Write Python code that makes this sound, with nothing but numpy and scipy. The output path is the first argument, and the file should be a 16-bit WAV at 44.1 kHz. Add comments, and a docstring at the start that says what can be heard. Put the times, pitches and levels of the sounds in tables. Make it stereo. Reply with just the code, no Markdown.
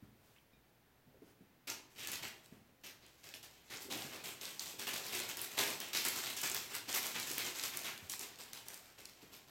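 """Puppies on a sheet of paper

Puppies and their mother walk over carpet and onto a big sheet of paper in a living room.
Paws thud and scuff, coats brush, claws catch, and a small piece of metal clinks in its modes.
Each paw buckles the sheet in a burst of tiny clicks, and now and then a crease snaps through.
The room reverberates briefly over a faint hush and hum."""
import sys
import numpy as np
from scipy import signal
from scipy.fft import rfft, irfft
from scipy.io import wavfile
from scipy.ndimage import uniform_filter1d

SR = 44100
rng = np.random.default_rng(int(sys.argv[2]) if len(sys.argv) > 2 else 0)


def master(y):
    """Save y as 16-bit WAV."""
    cut = np.clip(np.atleast_2d(y).T, -1, 1)
    pcm = np.round(cut * 32767)  # scale
    wavfile.write(sys.argv[1], SR, pcm.astype(np.int16))


N = 418950
BAND_LIMIT_HZ = 16050
USUAL_PRESS_DB = -40


def amp(db):
    """Amplitude ratio of a level in decibels."""
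    return 10 ** (np.asarray(db) / 20)


def unit(x):
    """Normalisation to an rms of 1."""
    return x / np.sqrt(np.mean(abs(x) ** 2) + 1e-20)


def axes(size):
    """Time and frequency axes of a Fourier pair."""
    return np.arange(size) / SR, np.fft.rfftfreq(size, 1 / SR)


def read(points, hz):
    """Interpolation on a log-frequency axis."""
    f, value = np.transpose(points)
    return np.interp(np.log(hz + 1), np.log(f + 1), value)


def hump(hz, centre_hz, octaves):
    """Gaussian passband in log frequency."""
    return np.exp(-.5 * (np.log2((hz + 1) / centre_hz) / octaves) ** 2)


def swell(rise_s, decay_s, size=SR):
    """Envelope of exponential growth and decay."""
    t = np.arange(size) / SR
    return (1 - np.exp(-t / rise_s)) * np.exp(-t / decay_s)


def add(mix, s, sound):
    """Superposition of a sound starting at time s."""
    part = mix[:, max(round(s * SR), 0):][:, :sound.shape[-1]]
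    part += sound[..., :part.shape[1]]


# left-right correlation of the room's field: f/Hz, coefficient
COHERENCE = [(100, 0.86), (350, 0.76), (700, 0.51), (1200, -0.41), (2000, 0.17), (16000, -0.08)]
def diffuse(pair, hz):
    """Spatial coherence: two close points in a diffuse field are alike at long wavelengths."""
    same = np.clip(read(COHERENCE, hz), -1, 1)
    return np.array([pair[0], same * pair[0] + np.sqrt(1 - same ** 2) * pair[1]])


def noise(spectrum):
    """Diffuse noise of a given spectrum and unit rms."""
    _, hz = axes(N)
    white = diffuse(rfft(rng.standard_normal((2, N))), hz)
    return unit(irfft(white * amp(read(spectrum, hz)), N))


# spectrum of the quiet room: f/Hz, level/dB
HUSH_SPECTRUM = [(25, -13), (50, -19), (61, -0.5), (72, -14), (115, -4.5), (160, -9), (460, -12.5),
                 (840, -14.5), (1480, -15), (3000, -21), (5000, -25), (9070, -30), (13000, -24.5),
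                 (16000, -22.5)]
def hush():
    """Stationary noise: room air, with a low spectral peak for an appliance's hum."""
    return amp(-67.5) * noise(HUSH_SPECTRUM)


# paws landing on the floor: t/s, level/dB, centre f/Hz
THUDS = [(0.023, -49, 150), (.532, -60, 166), (1.069, -56.5, 164), (1.143, -56, 380), (1.218, -48.5, 330),
         (1.406, -52, 190), (2.205, -54, 113), (2.519, -45, 170), (3.848, -49, 335), (3.881, -43, 310),
         (3.913, -48.5, 280), (3.953, -42, 280), (4.042, -43.5, 160), (4.736, -49.5, 403),
         (5.127, -52, 326), (5.592, -56, 299), (6.443, -51, 286), (6.881, -48, 382), (7.306, -40, 373),
         (8.023, -50, 113), (9.226, -51.5, 270)]
def thud(level_db, centre_hz, size=8192):
    """Damped impact: a soft pad is too light for deep bass, and the carpet absorbs the treble."""
    _, hz = axes(size)
    phases = np.exp(2j * np.pi * rng.random(len(hz)))
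    knock = irfft(phases * hump(hz, centre_hz, octaves=.61))
    knock *= swell(rise_s=.002, decay_s=.014, size=size)
    knock = signal.sosfilt(signal.butter(2, [85, 520], "bandpass", fs=SR, output="sos"), knock)
    return amp(level_db) * knock / abs(knock).max()


# spectrum of rubbed carpet: f/Hz, level/dB
CARPET_SPECTRUM = [(30, -28), (48, -25), (62, -7.5), (115, 4), (170, -6), (330, 0), (600, -10), (1500, -11),
                   (6000, -26.5)]
def scuffs():
    """Friction noise: each press and landing rubs the carpet; incoherent sources add in power."""
    presses = [(s, -63 + .5 * (db - USUAL_PRESS_DB)) for s, db, *_ in PRESSES]
    landings = [(s, db - 16.5) for s, db, _ in THUDS]
    power = np.zeros((1, N))
    for s, db in presses + landings:
        add(power, s, (amp(db) * swell(rise_s=.0035, decay_s=.11)) ** 2)
    return np.sqrt(power) * noise(CARPET_SPECTRUM)


# the mother's steps: t/s, level/dB
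FOOTFALLS = [(.024, -65), (.532, -65), (1.068, -75), (2.205, -69)]
def footfall(level_db, mode_hz=58.3):
    """Free vibration: the mother's weight excites the floor's lowest mode."""
    mode = np.sin(2 * np.pi * mode_hz * np.arange(SR) / SR)
    return amp(level_db) * swell(rise_s=.0035, decay_s=.095) * mode


# coats brushing past each other: middle t/s, level/dB, half duration/s
BRUSHES = [(0.04, -75, .03), (0.302, -67.5, 0.12), (1.295, -66.5, 0.046)]
# spectrum of rubbed fur: f/Hz, level/dB
FUR_SPECTRUM = [(300, 1), (1000, 1), (3000, -5), (6000, -5), (10000, -9), (15000, -6)]
def fur():
    """Sliding friction of coat on coat gives soft swishes of noise."""
    t, _ = axes(N)
    envelope = sum(amp(db) * np.exp(-((t - s) / half) ** 2) for s, db, half in BRUSHES)
    return noise(FUR_SPECTRUM) * envelope


def dispersion(hz, lag_s):
    """Bending waves are slower in the bass: treble arrives first; lag_s sets how far the bass trails."""
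    return np.exp(-2j * np.pi * lag_s * (2 * np.sqrt(1000 * hz) - hz / 4))


# claws catching in the carpet: t/s, level/dB, centre f/Hz, width/octaves, left-right/dB
CLAWS = [(0.363, -53, 2420, .35, -8), (0.371, -57, 2400, .2, -4), (0.384, -57, 2870, 0.18, -9)]
# the loudest creases snapping through: columns as in CLAWS
CREASES = [(2.0724, -33.5, 7300, 2, 8), (2.1169, -34, 8700, 1.2, 6), (3.339, -40, 3350, 0.53, -1),
           (3.771, -40.5, 5600, .35, -2), (4.2577, -44, 4330, .7, -4), (4.412, -39, 5070, .7, -2),
           (4.5947, -31, 5800, 0.44, -6), (4.795, -39, 14000, 1.8, 2), (4.939, -37, 10000, 1.5, 7),
           (5.1398, -37, 3200, 1, 1), (5.2009, -33.5, 3400, 2, -4), (5.3707, -37, 12900, 1.6, -3),
           (5.4154, -30, 12200, 0.35, 2), (5.586, -33, 8700, 2.3, -6), (5.703, -34, 8700, 1.6, -8),
           (5.8025, -33, 12800, 1.9, 0), (6.0507, -28, 7300, 2.2, -12), (6.0855, -30, 9800, 1.1, -2),
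           (6.3013, -39.5, 10900, 1.2, 7), (6.415, -33, 14000, 1.5, -2), (6.498, -33, 7950, 1.5, -5),
           (6.515, -32, 6500, .35, -7), (6.5461, -28.5, 11700, 2.1, -6), (6.751, -34, 7340, 2.6, -1),
           (6.9274, -32, 6560, 0.65, -2), (7.0672, -32, 10500, 1.7, 2), (7.1987, -32.5, 5960, 1.8, -10),
           (7.3143, -33.5, 7800, 2.4, 0), (7.3809, -27.5, 14000, 1.8, -7), (7.596, -34.5, 4500, 0.63, 4),
           (7.6367, -32, 6000, .7, -7), (7.7719, -30, 8460, .8, -8), (7.977, -42.5, 2600, 2, -15),
           (8.097, -31.5, 6550, 0.58, -7), (8.1937, -35.5, 7330, 0.65, -2), (8.3576, -51, 4800, 0.69, 3),
           (8.5326, -38, 5400, 1.3, 0), (8.684, -37.5, 8800, 1.3, -5), (8.7427, -41.5, 8800, 1.2, -4),
           (9.0543, -39.5, 5370, 0.76, -9)]
def snap(level_db, centre_hz, octaves, side_db, size=2048):
    """Sudden elastic release: a claw or crease gives a dispersed crack, treble first."""
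    t, hz = axes(size)
    attack = 1 - np.exp(-t / .00011)
    decay = np.exp(-t / .0011) + amp(-20) * np.exp(-t / .0062)  # brief ring, faint flutter
    burst = rfft(rng.standard_normal((2, size)) * attack * decay)
    colour = hump(hz, centre_hz, octaves) * (hz < BAND_LIMIT_HZ)
    crack = irfft(burst * colour * dispersion(hz, lag_s=.002))[:, :size // 2]
    crack *= np.sqrt(.0015 * SR) / np.linalg.norm(crack, axis=1, keepdims=True)  # unit power over 1.5 ms
    pan = unit(amp(np.array([[.5], [-.5]]) * side_db))
    return amp(level_db) * pan * crack


# modes of a small piece of metal: f/Hz, level/dB, T60/s
METAL_MODES = [(2410, -1, .25), (3730, -2.5, 0.26), (5103, -10, .1)]
def clink():
    """Modal ringing: lightly touched metal sounds a few damped, inharmonic partials."""
    t, _ = axes(SR // 2)
    modes = [amp(db - 60 * t / t60) * np.sin(2 * np.pi * hz * t) for hz, db, t60 in METAL_MODES]
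    return amp(-68.5) * sum(modes)


def buckle(force, per_s, spread_db, delay_s, facets, ring_s=.00027, max_lag_s=.003497):
    """Buckling: facets flip at random, each with its own ring and path. Gives left and right spectra."""
    size = len(force)
    t, hz = axes(size)
    chance, strength, facet = rng.random((3, size))
    heights = amp(spread_db * np.minimum(-np.log(1 - strength), 3.5))  # truncated power law
    flips = heights * rng.choice([-1, 1], size) * (chance < per_s / SR) * force
    flips *= np.linalg.norm(force) / (np.linalg.norm(flips) + 1e-9)
    clicks = flips * ((facet * facets).astype(int) == np.arange(facets)[:, None])  # one row a facet
    rings = rng.standard_normal((facets, 256)) * np.exp(-t[:256] / ring_s)
    rings /= np.linalg.norm(rings, axis=1, keepdims=True)
    left = rfft(clicks) * rfft(rings, size) * dispersion(hz, max_lag_s * rng.random((facets, 1)))
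    right_delay_s = delay_s + .00011 * rng.standard_normal((facets, 1))
    right = left * np.exp(-2j * np.pi * hz * right_delay_s)
    return np.array([left.sum(0), right.sum(0)])


# paws pressing the paper: t/s, level/dB, duration/s, crispness/dB
PRESSES = [(1.67, -36.5, 0.054, -1.0), (1.955, -46.5, 0.03, -9), (1.978, -41.5, 0.073, -7),
           (2.023, -37.5, 0.044, -16), (2.076, -35.5, 0.036, -12), (2.113, -35.5, 0.052, -6),
           (2.222, -36, 0.062, -11.5), (2.433, -58, 0.03, 0.0), (2.834, -40, 0.055, -10.0),
           (3.017, -52, 0.057, -17), (3.231, -48, 0.076, -4.0), (3.335, -43.5, 0.032, -2.5),
           (3.424, -48, 0.035, -1), (3.697, -38.5, 0.07, -11.5), (3.798, -50.5, 0.042, 9),
           (3.899, -35, 0.077, -6.5), (3.98, -43, 0.12, -3), (4.106, -41, 0.1, -12.5),
           (4.236, -41.0, 0.076, -1), (4.407, -44.5, 0.12, 1), (4.594, -43.5, 0.05, 4),
           (4.651, -42.5, 0.08, -2.5), (4.784, -39.5, 0.055, -1.5), (4.866, -32, 0.045, -6.5),
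           (4.927, -41, 0.12, -1), (5.039, -43, 0.11, 0), (5.121, -34.5, 0.078, -2.5),
           (5.184, -39.5, 0.13, -9), (5.282, -38, 0.039, 0), (5.364, -39, 0.044, -3),
           (5.404, -41, 0.08, -2), (5.502, -43, 0.13, -7), (5.57, -28, 0.073, -4.5),
           (5.656, -35.5, 0.09, -3.5), (5.797, -40.5, 0.095, -9), (5.929, -30.5, 0.092, -4),
           (6.046, -31.5, 0.047, 1), (6.109, -38.5, 0.06, -0.5), (6.157, -36.5, 0.07, 0),
           (6.225, -37.5, 0.11, -3.5), (6.361, -41.5, 0.082, 4), (6.427, -30.5, 0.057, -4.5),
           (6.498, -40.5, 0.065, 0), (6.545, -35, 0.051, -1.5), (6.611, -45, 0.051, -1),
           (6.693, -41.5, 0.054, -8), (6.732, -37.0, 0.05, -1.5), (6.877, -36, 0.07, -4.5),
           (6.936, -30, 0.053, 0.5), (7.016, -40, 0.098, 3.5), (7.141, -34.5, 0.066, -10),
           (7.189, -41, 0.094, -1.0), (7.262, -38, 0.13, -1.0), (7.374, -34, 0.061, -4.5),
           (7.439, -35, 0.068, -5), (7.544, -41.5, 0.13, -3.0), (7.626, -38, 0.064, 1),
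           (7.722, -43.5, 0.16, 1), (7.84, -35, 0.066, -6), (8.092, -43.5, 0.05, 9.5),
           (8.192, -40, 0.063, -1.5), (8.383, -43.5, 0.055, -5), (8.527, -48, 0.079, -0.5),
           (8.655, -51.5, 0.13, 3), (8.975, -50.0, 0.056, -6), (9.046, -60.5, 0.071, 6),
           (9.201, -57.5, 0.2, -8), (9.316, -52.5, 0.064, -0.5), (9.469, -56, 0.08, -6)]
# spectrum of crushed paper: f/Hz, level/dB
PAPER_SPECTRUM = [(30, -50), (60, -32), (110, -12.5), (220, -5), (370, -1.5), (500, -5.5), (750, -2.5),
                  (1300, -2), (2500, 1), (4500, -0.5), (8200, -2), (9300, -9.5), (11500, -5), (13500, -3),
                  (16000, -12)]
# bass gain as the sheet flaps: t/s, level/dB
FLAP_BASS = [(1.7, 0.5), (2.2, -4), (3.7, 2.5), (4.6, 0.5), (5.6, 0), (6.1, -3.5), (6.5, -1), (7.4, -2.5),
             (7.9, 0), (9, 1.5)]
# lag of the right channel as the paws move along the sheet: t/s, delay/ms
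RIGHT_DELAY = [(2, 0.42), (4.2, 0.26), (5.3, 0.27), (6.5, 0.11), (8.5, .18)]
def press(s, level_db, length_s, crisp_db, rise_s=.0048, size=16384):
    """Crackling noise: a paw buckles the sheet into a dense rustle, with sparser ticks in the treble."""
    t, hz = axes(size)
    force = (1 - np.exp(-t / rise_s)) * np.exp(-(t / length_s) ** 2)
    force *= amp(1.7 * unit(uniform_filter1d(rng.standard_normal(size), 260)))  # uneven clumps
    delay_s = np.interp(s, *np.transpose(RIGHT_DELAY)) * .001
    rustle = buckle(force, per_s=6000, spread_db=3, delay_s=delay_s, facets=10)
    ticks = buckle(force, per_s=260, spread_db=4.5, delay_s=delay_s, facets=4)
    tick_share = .61 * read([(2500, .012), (5000, .72), (10000, .44)], hz)
    crush = np.sqrt(1 - tick_share) * rustle + np.sqrt(tick_share) * ticks
    bass_db = np.interp(s, *np.transpose(FLAP_BASS)) * read([(800, 1), (1700, .077)], hz)
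    treble_db = crisp_db * read([(2800, .13), (9500, .77)], hz)
    colour = unit(amp(read(PAPER_SPECTRUM, hz))) * amp(bass_db + treble_db)
    return amp(level_db) * irfft(crush * colour)


def small_creases(centre_hz=5300, octaves=1.1, spread_db=3):
    """Snap-through: one crease flips per press, louder if that is hard or crisp. Rows as in CREASES."""
    moments = rng.random(len(PRESSES))
    chances = rng.standard_normal((len(PRESSES), 2)).clip(-2, 2)
    rows = []
    for (s, db, length_s, crisp_db), moment, (size, pitch) in zip(PRESSES, moments, chances):
        level_db = -44 + .54 * (db - USUAL_PRESS_DB + crisp_db) + spread_db * size
        rows.append((s + length_s * moment, level_db, centre_hz * 2 ** (.72 * pitch), octaves, 0))
    return rows


# the sheet stirring between presses: t/s, level/dB
STIR_LEVEL = [(1.85, -61), (2.4, -65), (2.65, -78), (3.1, -62.5), (4.5, -54.5), (6.5, -52), (8, -54.5),
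              (8.9, -60.5), (9.4, -62)]
def stirrings(count=52, length_s=.15, spread_db=1.5, crisp_db=-4):
    """Shifting load: the dogs' weight buckles the sheet faintly and irregularly. Rows as in PRESSES."""
    jitter, size = rng.random((count, 2)).T
    start, end = STIR_LEVEL[0][0], STIR_LEVEL[-1][0]
    times = start + (end - start) * (np.arange(count) + .5 * jitter) / count
    levels = np.interp(times, *np.transpose(STIR_LEVEL)) + spread_db * (2 * size - 1)
    return [(s, db, length_s, crisp_db) for s, db in zip(times, levels)]


# level difference from the sheet lying to one side: f/Hz, left-right/dB
SIDE_LEVEL = [(200, -0.3), (700, -1), (1300, -4), (2400, -4.5), (4400, -6), (6500, -10), (8500, -1.5),
              (15000, -2.5)]
def off_axis(x):
    """Acoustic shadow: the right side faces the sheet, and the left loses the upper middle."""
    _, hz = axes(N)
    side_db = read(SIDE_LEVEL, hz)
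    gains = amp(np.array([side_db, -side_db]) / 2)
    return irfft(rfft(x) * gains / np.sqrt((gains ** 2).mean(0)), N)


# reverberation time of the room: f/Hz, T60/s
ROOM_T60 = [(120, 1), (600, 0.78), (2000, 0.46), (5000, 0.38), (13000, 0.3)]
def room(x, gap_s=.0095, build_s=.0031, echoes=14, size=32768):
    """Reverberation: early reflections from floor and window, then a tail whose treble dies first."""
    t, _ = axes(size)
    taps = rng.standard_normal((2, size)) * (1 - np.exp(-np.maximum(t - gap_s, 0) / build_s))
    echo_gain = amp(-7) * np.sqrt(.082 * SR / echoes)
    for side in taps:
        arrivals = (rng.uniform(.002, .026, echoes) * SR).astype(int)
        side[arrivals] += echo_gain * rng.choice([-1, 1], echoes)
    hz, frame_s, bands = signal.stft(taps, SR, nperseg=256)
    t60 = read(ROOM_T60, hz)[:, None]
    bands = diffuse(bands, hz[:, None]) * amp(-60 * frame_s / t60) / np.sqrt(t60)
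    _, response = signal.istft(bands, SR, nperseg=256)
    response /= np.linalg.norm(response, axis=1, keepdims=True)
    return signal.fftconvolve(x[:1], response, axes=1)[:, :N]


def roaming_room(x, places=7, fade_s=.11):
    """Reflections depend on source position: the moving paws cross-fade through a cycle of echoes."""
    turn = np.arange(N) / SR / fade_s
    offsets = [(turn - k) % places - 1 for k in range(places)]
    return sum(room(x * np.cos(np.pi / 2 * np.clip(offset, -1, 1))) for offset in offsets)


def scene():
    """Superposition of direct and reverberant sound from paper, paws and metal, with fur and hush."""
    crinkle, cracks, floor = np.zeros((3, 2, N))
    for s, *row in PRESSES + stirrings():
        add(crinkle, s, press(s, *row))
    for s, *row in CREASES + small_creases():
        add(cracks, s, snap(*row))
    for s, *row in CLAWS:
        add(floor, s, snap(*row))
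    for s, *row in THUDS:
        add(floor, s, thud(*row))
    for s, db in FOOTFALLS:
        add(floor, s, footfall(db))
    add(floor, .532, clink())
    paper_reverb = roaming_room(crinkle + amp(.5) * cracks)
    paper = off_axis(amp(-2) * crinkle + amp(-3) * paper_reverb) + amp(1.5) * cracks
    paws = amp(-1) * floor + amp(-6) * room(floor) + scuffs()
    return paper + paws + fur() + hush()


def record(dry):
    """Band limiting by a linear-phase low-pass filter."""
    lowpass = signal.firwin(511, BAND_LIMIT_HZ, window=("kaiser", 9), fs=SR)
    return signal.oaconvolve(dry, lowpass[None], "same")


dry = scene()
out = record(dry)
master(out)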